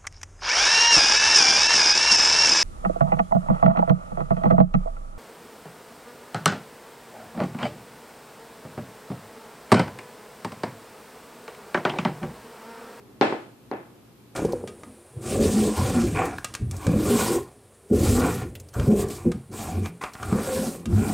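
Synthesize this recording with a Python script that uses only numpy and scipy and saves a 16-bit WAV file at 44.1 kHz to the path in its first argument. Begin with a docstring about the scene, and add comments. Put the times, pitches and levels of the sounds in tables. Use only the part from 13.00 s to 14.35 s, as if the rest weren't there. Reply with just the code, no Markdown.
"""Food knocked on a high chair tray

A stereo microphone in a quiet room, where a baby knocks a piece of food on a plastic tray: a hard
knock with a bounce, a softer one with a second touch, and a last faint bump. Each contact gives a
tick and a thump and rings the tray's low modes and a short clatter of dense ones; the room answers
for half a second. Underneath lie a faint mains hum, a low room rumble and microphone hiss."""
import sys
import numpy as np
from scipy import signal
from scipy.io import wavfile

SR = 44100
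rng = np.random.default_rng(int(sys.argv[2]) if len(sys.argv) > 2 else 0)


def put_to_file(sound):
    """Save the sound as 16-bit audio at rate SR, in the file named by the first command-line argument."""
    columns = np.atleast_2d(sound).T  # one column per channel
    safe = np.clip(columns, -1, 1)
    whole_steps = np.round(safe * 32767)
    wavfile.write(sys.argv[1], SR, whole_steps.astype(np.int16))


N = 59535
T = np.arange(N) / SR


def from_db(db):
    """Decibels to gain."""
    return 10 ** (np.asarray(db) / 20)


def at_hz(points, hz):
    """Read a table on a log-frequency axis."""
    freq, value = np.transpose(points)
    return np.interp(np.log(hz), np.log(freq), value)


def panned(db):
    """Left and right gains that make the left louder by db."""
    return from_db(np.array([[db], [-db]]) / 2)


def dying(t60_s):
    """Exponential decay that loses 60 dB in t60_s."""
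    return np.exp(-np.log(1000) * T / t60_s)


def rising(rise_s):
    """Smooth build-up from zero to one."""
    return 1 - np.exp(-T / rise_s)


def butter(sound, order, hz, kind):
    """Butterworth low-, high- or band-pass."""
    return signal.sosfilt(signal.butter(order, hz, kind, fs=SR, output="sos"), sound)


def noise_bands(spectrum, likeness):
    """Third-octave bands of stereo noise as (centre_hz, band); together their rms is about 1."""
    edges = np.geomspace(22, 17000, 30)
    centres = np.sqrt(edges[1:] * edges[:-1])
    gains = from_db(at_hz(spectrum, centres))
    gains /= np.sqrt(np.sum(gains ** 2 * np.diff(edges)) / (SR / 2))
    white = rng.standard_normal((2, 2, N + SR // 2))
    bands = []
    for k, hz in enumerate(centres):
        mid, side = butter(white[k % 2], 2, edges[k:k + 2], "band")[:, -N:]
        alike = np.clip(at_hz(likeness, hz), -1, 1)
        stereo = np.sqrt((1 + alike) / 2) * mid + np.sqrt((1 - alike) / 2) * side * [[1], [-1]]
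        bands.append((hz, gains[k] * stereo))
    return bands


# Noise floor at the microphone: freq_hz, relative_density_db
FLOOR_SPECTRUM = [(25, -27), (45, -25), (62, -8), (85, -17), (120, -2), (170, -9), (230, -1), (300, -6),
                  (400, -6), (520, -15), (800, -16), (1200, -20), (2000, -26), (4000, -30), (6400, -34),
                  (13800, -33), (15000, -36)]
# How alike that floor is left and right: freq_hz, correlation
FLOOR_LIKENESS = [(30, 1), (120, 0.81), (300, 0.84), (700, 0.33), (1500, 0.29), (4000, 0.061),
                  (12000, 0.14)]
# Slow drift of the room's rumble: time_s, gain_db
RUMBLE_DRIFT = [(0, 0.5), (.6, -2.5), (.97, -1.3), (1.2, -3.1), (1.35, -3)]


def rumble_and_hiss(level_db=-50, rumble_top_hz=2000):
    """The room's low rumble drifts gently under steady microphone hiss."""
    drift = from_db(np.interp(T, *np.transpose(RUMBLE_DRIFT)))
    bands = noise_bands(FLOOR_SPECTRUM, FLOOR_LIKENESS)
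    return from_db(level_db) * sum(band * (drift if hz < rumble_top_hz else 1) for hz, band in bands)


# Mains hum in the room, dead centre: pitch_hz, rms_db
HUM_TONES = [(120, -60.5), (234, -76)]


def mains_hum():
    """Two faint steady tones, each at a random phase."""
    return sum(np.sqrt(2) * from_db(db) * np.sin(2 * np.pi * (hz * T + rng.random()))
               for hz, db in HUM_TONES)


# Where tray and room sit across the microphone: freq_hz, left_minus_right_db
KNOCK_BALANCE = [(150, 0.92), (450, -1.1), (1000, 0.17), (2000, 1.2), (4000, 3.7), (7000, -3.5)]
# How alike clatter and reflections are left and right: freq_hz, correlation (capped at 1 in use)
KNOCK_LIKENESS = [(100, 1.5), (260, 0.8), (500, 0.6), (1000, 0.18), (2000, 0.11), (8000, 0)]
# Reflections from farther out in the room: freq_hz, relative_density_db
ROOM_SPECTRUM = [(70, -1), (140, -5.5), (250, 0), (400, 5.5), (600, 2), (830, 1.5), (1150, -3),
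                 (2200, -5.5), (3100, -14.5), (4500, -18.5), (6300, -39.5), (8700, -25.5), (10500, -54),
                 (14000, -79)]
# How long the room rings: freq_hz, t60_s
ROOM_DECAY = [(100, 0.56), (300, 0.48), (800, 0.46), (2000, 0.42), (5000, 0.49), (10000, 0.81)]
ROOM_RISE_S = 0.01


def room_tail(gain_db=-19):
    """Diffuse reflections build up, then die band by band."""
    tail = sum(band * panned(at_hz(KNOCK_BALANCE, hz)) * dying(at_hz(ROOM_DECAY, hz))
               for hz, band in noise_bands(ROOM_SPECTRUM, KNOCK_LIKENESS))
    return from_db(gain_db) * tail * rising(ROOM_RISE_S)


# Clatter straight from the tray's shell: freq_hz, relative_density_db
CLATTER_SPECTRUM = [(100, -11), (250, 3), (500, 3.5), (950, -4), (1400, -2), (2300, -7.5), (3200, -15),
                    (4400, -15), (6000, -45), (8500, -25), (10500, -59), (14000, -48)]


def shell_clatter(gain_db=-18):
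    """Modes of the plastic shell too dense to tell apart, quickly damped."""
    shell = sum(band * panned(at_hz(KNOCK_BALANCE, hz))
                for hz, band in noise_bands(CLATTER_SPECTRUM, KNOCK_LIKENESS))
    return from_db(gain_db) * shell * rising(rise_s=0.00012) * dying(t60_s=0.17)


# The tray's modes, struck at two spots: pitch_hz, spot_0_db, spot_1_db, t60_s
TRAY_RESONANCES = [(152, -27, -25, .2), (204, -22, -20, .14), (272, -13, -13, .07), (286, -27, -25, .4),
                   (316, -18, -18, .2), (345, -27, -26, .4), (407, -7, -13, .07), (464, -27, -18, .23),
                   (521, -19, -17, .12), (574, -20, -19, .13), (632, -22, -26, .14), (658, -30, -29, .4),
                   (740, -24, -17, .12), (774, -17, -19, .21), (809, -13, -17, .14), (901, -26, -26, .24),
                   (1038, -26, -26, .15), (1405, -22, -26, .11), (1511, -30, -35, .38),
                   (1717, -34, -38, .38)]


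def tray_ring(spot, linger_db=-24.5):
    """The spot struck sets each mode's strength; each lingers faintly in the room."""
    ring = 0
    for k, (hz, spot_0_db, spot_1_db, t60_s) in enumerate(TRAY_RESONANCES):
        polarity = (-1) ** k  # neighbouring modes swing in opposite senses
        gain = polarity * from_db(spot_0_db + spot * (spot_1_db - spot_0_db))
        phase = 2 * np.pi * hz * T
        direct = np.sin(phase) * dying(t60_s)
        linger = from_db(linger_db) * np.cos(phase) * rising(ROOM_RISE_S) * dying(at_hz(ROOM_DECAY, hz))
        ring += gain * panned(at_hz(KNOCK_BALANCE, hz)) * (direct + linger)
    return ring


# Swings of the plastic right under the blow: pitch_hz, level_db, t60_s
THUMP_MODES = [(380, -14.5, 0.0337), (1007, -12.5, 0.01), (2020, -24.5, 0.0089)]


def tray_thump():
    """The plastic gives way in a few heavily damped swings."""
    return sum((-1) ** k * from_db(db) * np.sin(2 * np.pi * hz * T) * dying(t60_s)
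               for k, (hz, db, t60_s) in enumerate(THUMP_MODES))


def contact_tick(gain_db=-19.5, band_hz=(2700, 5400), left_db=16.5):
    """A bright tick at each contact with the plastic, well to the microphone's left."""
    tick = butter(rng.standard_normal((2, N)), 3, band_hz, "band")
    return from_db(gain_db) * panned(left_db) * tick / tick.std() * dying(t60_s=0.0056)


# Contacts with the tray, the last a faint touch; the four parts' gains add to level_db: # start_s, level_db,
# cutoff_hz, tick_db, thump_db, clatter_db, room_db, spot (0 to 1 on the tray)
CONTACTS = [(0.2120, -2.5, 8300, 0.5, 0, 2.5, 4, 0.1), (0.3246, -15.5, 2980, -6, 12.5, -3.5, 1, 0.98),
            (0.7139, -16, 2200, -6, 7, -1.5, 3.5, 1), (0.7369, -28.5, 1120, -4, 15, -15, -7, 0.4),
            (1.333, -42.5, 600, -20, -3, -10, -14, 0.6)]


def food_knocks(low_cut_hz=138):
    """Every contact drives the same tray and room; a softer contact gives less treble."""
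    knocks = np.zeros((2, N))
    thump, clatter, room = tray_thump(), shell_clatter(), room_tail()
    for start_s, level_db, cutoff_hz, tick_db, thump_db, clatter_db, room_db, spot in CONTACTS:
        tray = tray_ring(spot) + from_db(thump_db) * thump + from_db(clatter_db) * clatter
        softened = butter(tray + from_db(room_db) * room, 2, cutoff_hz, "low")
        knock = softened + from_db(tick_db) * contact_tick()
        start = int(start_s * SR)
        knocks[:, start:] += from_db(level_db) * knock[:, :N - start]
    return butter(knocks, 4, low_cut_hz, "high")  # the small tray radiates no deep bass


def scene():
    """The knocks over the quiet room."""
    return food_knocks() + rumble_and_hiss() + mains_hum()


def record(dry, cutoff_hz=14800):
    """The recorder cuts the top steeply."""
    return signal.sosfilt(signal.ellip(12, 0.1, 80, cutoff_hz, fs=SR, output="sos"), dry)


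dry = scene()
out = record(dry)
put_to_file(out)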